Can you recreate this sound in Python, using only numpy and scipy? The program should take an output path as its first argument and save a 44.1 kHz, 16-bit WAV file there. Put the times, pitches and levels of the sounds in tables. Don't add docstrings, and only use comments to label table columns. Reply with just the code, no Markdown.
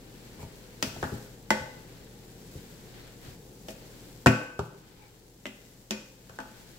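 import sys
import numpy as np
from scipy import signal
from scipy.fft import rfft, irfft
from scipy.io import wavfile
from scipy.ndimage import uniform_filter1d

SR = 44100
rng = np.random.default_rng(int(sys.argv[2]) if len(sys.argv) > 2 else 0)


def dump(signal):
    limited = np.clip(np.atleast_2d(signal).T, -1, 1)
    pcm = np.round(limited * 32767).astype(np.int16)
    wavfile.write(sys.argv[1], SR, pcm)


N = 299241

# frequency_hz, likeness (0-1)
STEREO_LIKENESS = [(130, 1), (300, 0.97), (640, .6), (1400, 0), (3000, 0)]
# frequency_hz, level_db
MODE_CLUSTERS = [(450, -1.5), (600, 0), (730, -5), (850, 3), (1000, -3), (1480, 1), (1750, 1.5),
                 (2000, 0.5), (2280, 1), (2600, 6), (3900, -2), (5700, -3), (8500, -4.5), (15000, -6)]


def undb(db):
    return 10 ** (np.asarray(db) / 20)


def lookup(table, hz):
    points, values = np.transpose(table)
    return np.interp(np.log(np.maximum(hz, 1)), np.log(points), values)


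def bins(x):
    return np.fft.rfftfreq(x.shape[-1], 1 / SR)


def colour(x, spectrum):
    return irfft(rfft(x) * undb(lookup(spectrum, bins(x))), x.shape[-1])


def cut(x, hz, kind, order):
    return signal.sosfilt(signal.butter(order, min(hz, SR / 2 - 1000), kind, fs=SR, output="sos"), x)


def unit(x):
    return x / np.sqrt(np.mean(x ** 2))


def add(out, start_s, sound):
    start = int(start_s * SR)
    out[:, start:start + sound.shape[1]] += sound


def wander(rate_hz):
    hold = int(SR / rate_hz)
    steps = np.repeat(rng.standard_normal(N // hold + 1), hold)
    return unit(uniform_filter1d(steps, hold)[:N])


def decay(t, t60_s):
    shape = np.exp(-np.log(1000) * t / t60_s)
    return shape / np.sqrt(np.sum(shape ** 2))


def swell(middle_s, half_s):
    return np.exp(-((np.arange(N) / SR - middle_s) / half_s) ** 2)


def diffuse(size):
    noise = rng.standard_normal((2, size))
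    mid, side = rfft(noise)
    likeness = np.clip(lookup(STEREO_LIKENESS, bins(noise)), 0, 1)
    mid, side = mid * np.sqrt((1 + likeness) / 2), side * np.sqrt((1 - likeness) / 2)
    return irfft(np.array([mid + side, mid - side]), size)


def crackle(per_s, spread_db):
    sizes = undb(spread_db * np.minimum(rng.exponential(size=(2, N)), 5))
    clicks = rng.random((2, N)) < per_s / SR
    return unit(clicks * sizes * rng.choice([-1, 1], (2, N)))


def ring(t, modes):
    out = np.zeros((2, len(t)))
    for k, (hz, db, t60_s) in enumerate(modes):
        skew = (-1) ** k * np.arccos(np.clip(lookup(STEREO_LIKENESS, hz), 0, 1)) / 2
        damping = np.log(1000) / t60_s
        polarity = (-1) ** (k // 2)
        tone = np.cos(2 * np.pi * hz * t + np.array([[skew], [-skew]]))
        out += polarity * undb(db) * 2 * damping / SR * np.exp(-damping * t) * tone
    return out


def hood_fan(air_db=-54.5):
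    # frequency_hz, level_db
    air_spectrum = [(25, -36), (42, -13.5), (55, 0.5), (72, -8), (110, -4), (170, 2.5), (300, -2.5),
                    (500, -2), (620, -15), (850, -12), (1200, -25), (4000, -31.5)]
    # pitch_hz, level_db
    partials = [(42, -60.5), (119, -57.5), (377, -75)]
    t = np.arange(N) / SR
    hum = sum(undb(db) * np.sin(2 * np.pi * hz * t + 0.36 * wander(3.5)) for hz, db in partials)
    return undb(air_db) * unit(colour(diffuse(N), air_spectrum)) + hum


def frying_food(simmer_db=-61.3, heating_db_per_s=.98, settling_db=-64.5, pops_db=-6,
                sizzle_trim_db=9, rustle_trim_db=-1, spit_half_s=.02):
    # frequency_hz, level_db
    sizzle_spectrum = [(600, -2.5), (1300, -11), (1650, -7.5), (2500, -9), (4300, -5), (8000, -2),
                       (15000, 4.5)]
    # frequency_hz, level_db
    rustle_spectrum = [(300, 7.5), (850, -1), (1200, -1.5), (1600, 2.5), (2500, -0.5), (4500, -1),
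                       (8000, -24), (15000, -11.5)]
    # middle_s, half_length_s, rustle_db, sizzle_db
    strokes = [(0.42, .4, -55, -58.5), (1.08, .18, -52.5, -52), (1.85, .3, -56, -63),
               (2.62, .25, -56.5, -58), (3.01, .11, -52, -66), (3.28, .05, -50, -55.5),
               (3.96, .2, -56, -60.5), (4.95, .22, -54.5, -67), (5.65, .2, -59.5, -57.5),
               (6.62, .3, -51.5, -54.5)]
    # middle_s, level_db
    spits = [(.425, -53.5), (.868, -46), (2.57, -57), (3.706, -47.5), (4.65, -55)]
    simmer = undb(simmer_db + heating_db_per_s * np.arange(N) / SR)
    stir_power = sum(undb(db) ** 2 * swell(s, half_s) for s, half_s, _, db in strokes)
    spit_power = sum(undb(db) ** 2 * swell(s, spit_half_s) for s, db in spits)
    rub_power = sum(undb(db) ** 2 * swell(s, half_s) for s, half_s, db, _ in strokes)
    steam = np.sqrt(simmer ** 2 + stir_power + spit_power)
    motion = np.sqrt(undb(settling_db) ** 2 + rub_power)
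    sizzle = unit(colour(diffuse(N) + undb(pops_db) * crackle(per_s=720, spread_db=4), sizzle_spectrum))
    rustle = unit(colour(diffuse(N) + crackle(per_s=2000, spread_db=1), rustle_spectrum))
    waver_db, flutter_db = .5 * wander(40), .8 * wander(60)
    return (sizzle * steam * undb(sizzle_trim_db + waver_db)
            + rustle * motion * undb(rustle_trim_db + flutter_db))


def spoon_scrapes(squeak_hz=860, upper_hz=2300):
    # middle_s, half_length_s, level_db
    drags = [(0.422, 0.037, -55), (5.039, 0.049, -53.5)]
    t = np.arange(SR // 4) / SR
    body = ring(t, [(squeak_hz, 0, .031), (upper_hz, -5, .02)])
    slips = unit(signal.fftconvolve(crackle(per_s=1000, spread_db=2), body, axes=1)[:, :N])
    return slips * sum(undb(db) * swell(s, half_s) for s, half_s, db in drags)


def kitchen_reverb(t, build_s=0.0022):
    # frequency_hz, t60_s
    decay_times = [(250, 0.84), (1000, 0.62), (4000, 0.62), (14000, 0.58)]
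    hz, s, grid = signal.stft(colour(diffuse(len(t)), MODE_CLUSTERS), SR, nperseg=256)
    absorption = np.exp(-np.log(1000) * s / lookup(decay_times, hz)[:, None])
    tail = signal.istft(grid * absorption, SR)[1][:, :len(t)]
    onset = 1 - np.exp(-(t / build_s) ** 2)
    return unit(tail * onset) / np.sqrt(len(t))


def pan_rings(t, split_hz=450):
    # pitch_hz, t60_s, floor_hit_db, rim_hit_db
    modes = [(213.5, .25, 3.5, 4.5), (258.2, 0.24, -17, 7), (299.5, 0.19, -13.5, -4),
             (345, 0.11, -4, -15.5), (380, .25, -5, -3.5), (504.6, 0.7, 10, 3), (527, .5, 12, 3.5),
             (574, 0.55, 8.5, -3), (657.6, 0.23, 5, 7.5), (870, 0.4, -10, 1.5), (922, 0.3, 5, -1),
             (915, 0.64, 0, -8), (1120, 0.56, 3.5, 6), (1358, .3, -4, 8), (1491, 0.512, 8, 7),
             (1525, .85, 2, 17), (1844, 0.23, 7.5, -2.5), (2023, .38, 5, 4), (2450, 0.38, 11, 6.5),
             (2530, 0.68, 7.5, 17), (2700, .42, -6.5, -3), (3230, 0.37, 5.5, 6), (4800, .55, -2, -3),
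             (5520, .5, 3.5, -6)]
    floor_modes = [mode for mode in modes if mode[0] < split_hz]
    wall_modes = [mode for mode in modes if mode[0] >= split_hz]
    return [(ring(t, [(hz, db, t60_s) for hz, t60_s, db, _ in part]),
             ring(t, [(hz, db, t60_s) for hz, t60_s, _, db in part]))
            for part in (floor_modes, wall_modes)]


def pan_clatter(t, crack_db=-7, body_db=-4):
    envelope = undb(crack_db) * decay(t, t60_s=.012) + undb(body_db) * decay(t, t60_s=.11)
    return colour(diffuse(len(t)), MODE_CLUSTERS) * envelope


def pan_strike(t, bodies, cooktop_db, height, floor_db, wall_db, lower_hz, upper_hz, clack_db,
               room_db=-9.5, clack_room_db=-12, clack_t60_s=.08, snap_db=-10, bloom_s=.0045):
    room, cooktop, floor, wall = bodies
    floor_ring, wall_ring = ((1 - height) * low + height * rim for low, rim in (floor, wall))
    clack = undb(clack_db) * ring(t, [(lower_hz, 0, clack_t60_s), (upper_hz, -1, clack_t60_s)])
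    clack += undb(clack_room_db) * signal.fftconvolve(clack, room, axes=1)[:, :len(t)]
    snap = undb(snap_db) * cut(1. * (t == 0), 6000, "low", order=2)
    splash = cut(snap + pan_clatter(t) + undb(room_db) * room, 280, "high", order=2)
    bright = splash + undb(wall_db) * wall_ring + clack
    bloom = 1 - np.exp(-t / bloom_s)
    deep = (undb(cooktop_db) * cooktop + undb(floor_db) * floor_ring) * bloom
    return bright, deep


def spoon_knocks(low_cut_hz=58):
    # start_s, push_db, contact_cutoff_hz, tick_db, height (0 floor, 1 rim), cooktop_db,
    # floor_db, wall_db, lower_clack_hz, upper_clack_hz, clack_db, rebound_after_s (0 for none)
    blows = [ (.826, 5.5, 6800, 9, .76, 3, 14, -4, 605, 1340, 8, 0),
             (1.028, 10.5, 1850, -12, .39, 10, 10, -8, 833, 1700, 2, .012),
             (1.505, 12, 2200, 8, .09, 1, 17, 6, 876, 2020, 16.5, 0),
             (1.506, 1.5, 1600, -19, .56, -6, 10, -2, 606, 1480, 20.5, 0),
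             (3.685, -.5, 810, -10, .3, -4, 11, 1, 640, 3020, 9, 0),
             (4.261, 26.5, 1850, 12, .8, 17.5, 15, 4, 500, 1500, 2, 0),
             (4.2693, 19.5, 2900, 15, .23, 18, 18, 1.5, 296, 689, 15.5, 0),
             (4.592, 15, 1436, -4, 0, 14, 0, -15, 160, 400, 12, 0),
             (5.4556, 1, 3900, -6, .7, -8, 16, -13, 595, 2020, 17, .0107),
             (5.908, 7, 7560, 9, 0, -1, 23.5, 4, 345, 2474, 13, 0),
             (6.295, -6, 1710, -17.5, .5, 14, 2, 3, 780, 1562, 6, 0),
             (6.388, 7.7, 1780, -11, .95, -14, 4, -6, 866, 1500, 5.5, .015), ]
    # start_s, push_db, contact_cutoff_hz, cooktop_db
    bumps = [(.393, -11, 1120, 23.5), (.428, -4.5, 1020, 22), (.866, -2, 900, 17), (.963, -3, 885, 16),
             (1.120, 6.5, 514, 15), (1.600, -5, 400, 20), (2.551, -4.5, 480, 22), (3.277, -17, 448, 30)]
    # height (0-1), floor_db, wall_db, lower_clack_hz, upper_clack_hz, clack_db
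    bump_voicing = (.5, 9, -1, 420, 655, 5)
    # pitch_hz, level_db, t60_s
    cooktop_modes = [(87, -0.5, 0.087), (118.7, 1.5, 0.25), (153.6, -2.5, 0.31)]
    out, t = np.zeros((2, N + SR)), np.arange(2 ** 15) / SR
    bodies = kitchen_reverb(t), ring(t, cooktop_modes), *pan_rings(t)
    for start_s, push_db, cutoff_hz, tick_db, height, cooktop_db, *voicing, rebound_s in blows:
        contacts = [(start_s, push_db, cutoff_hz, tick_db)]
        if rebound_s > 0:
            contacts.append((start_s + rebound_s, push_db - 8, cutoff_hz * .85, tick_db + .5))
        for at_s, soft_db, hz, hard_db in contacts:
            bright, deep = pan_strike(t, bodies, cooktop_db, height, *voicing)
            push = undb(soft_db) * cut(bright + deep, hz, "low", order=8)
            tick = undb(hard_db) * cut(bright, hz, "high", order=2)
            add(out, at_s, push + tick)
    for start_s, push_db, cutoff_hz, cooktop_db in bumps:
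        bright, deep = pan_strike(t, bodies, cooktop_db, *bump_voicing)
        add(out, start_s, undb(push_db) * cut(bright + deep, cutoff_hz, "low", order=8))
    return cut(out[:, :N], low_cut_hz, "high", order=3)


def scene(balance_db=2.0):
    balance = undb(np.array([[balance_db], [-balance_db]]) / 2)
    return (spoon_knocks() + spoon_scrapes() + frying_food() + hood_fan()) * balance


def gain_control(x, limit_db=-13.4, recover_db_per_s=0.39, window_s=0.04):
    power = uniform_filter1d(np.mean(x ** 2, axis=0), int(window_s * SR))
    over_db = np.maximum(10 * np.log10(np.maximum(power, 1e-12)) - limit_db, 0)
    recovered_db = recover_db_per_s * np.arange(N) / SR
    return x * undb(recovered_db - np.maximum.accumulate(over_db + recovered_db))


def record(dry, top_hz=15750):
    # frequency_hz, gain_db
    microphone = [(30, 4.5), (5800, 0), (6600, -1.5), (7500, 0.5), (8700, -7), (15000, -12)]
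    sound = np.clip(gain_control(colour(dry, microphone)), -1, 1)
    return signal.sosfilt(signal.ellip(10, .2, 70, top_hz, fs=SR, output="sos"), sound)


dry = scene()
out = record(dry)
dump(out)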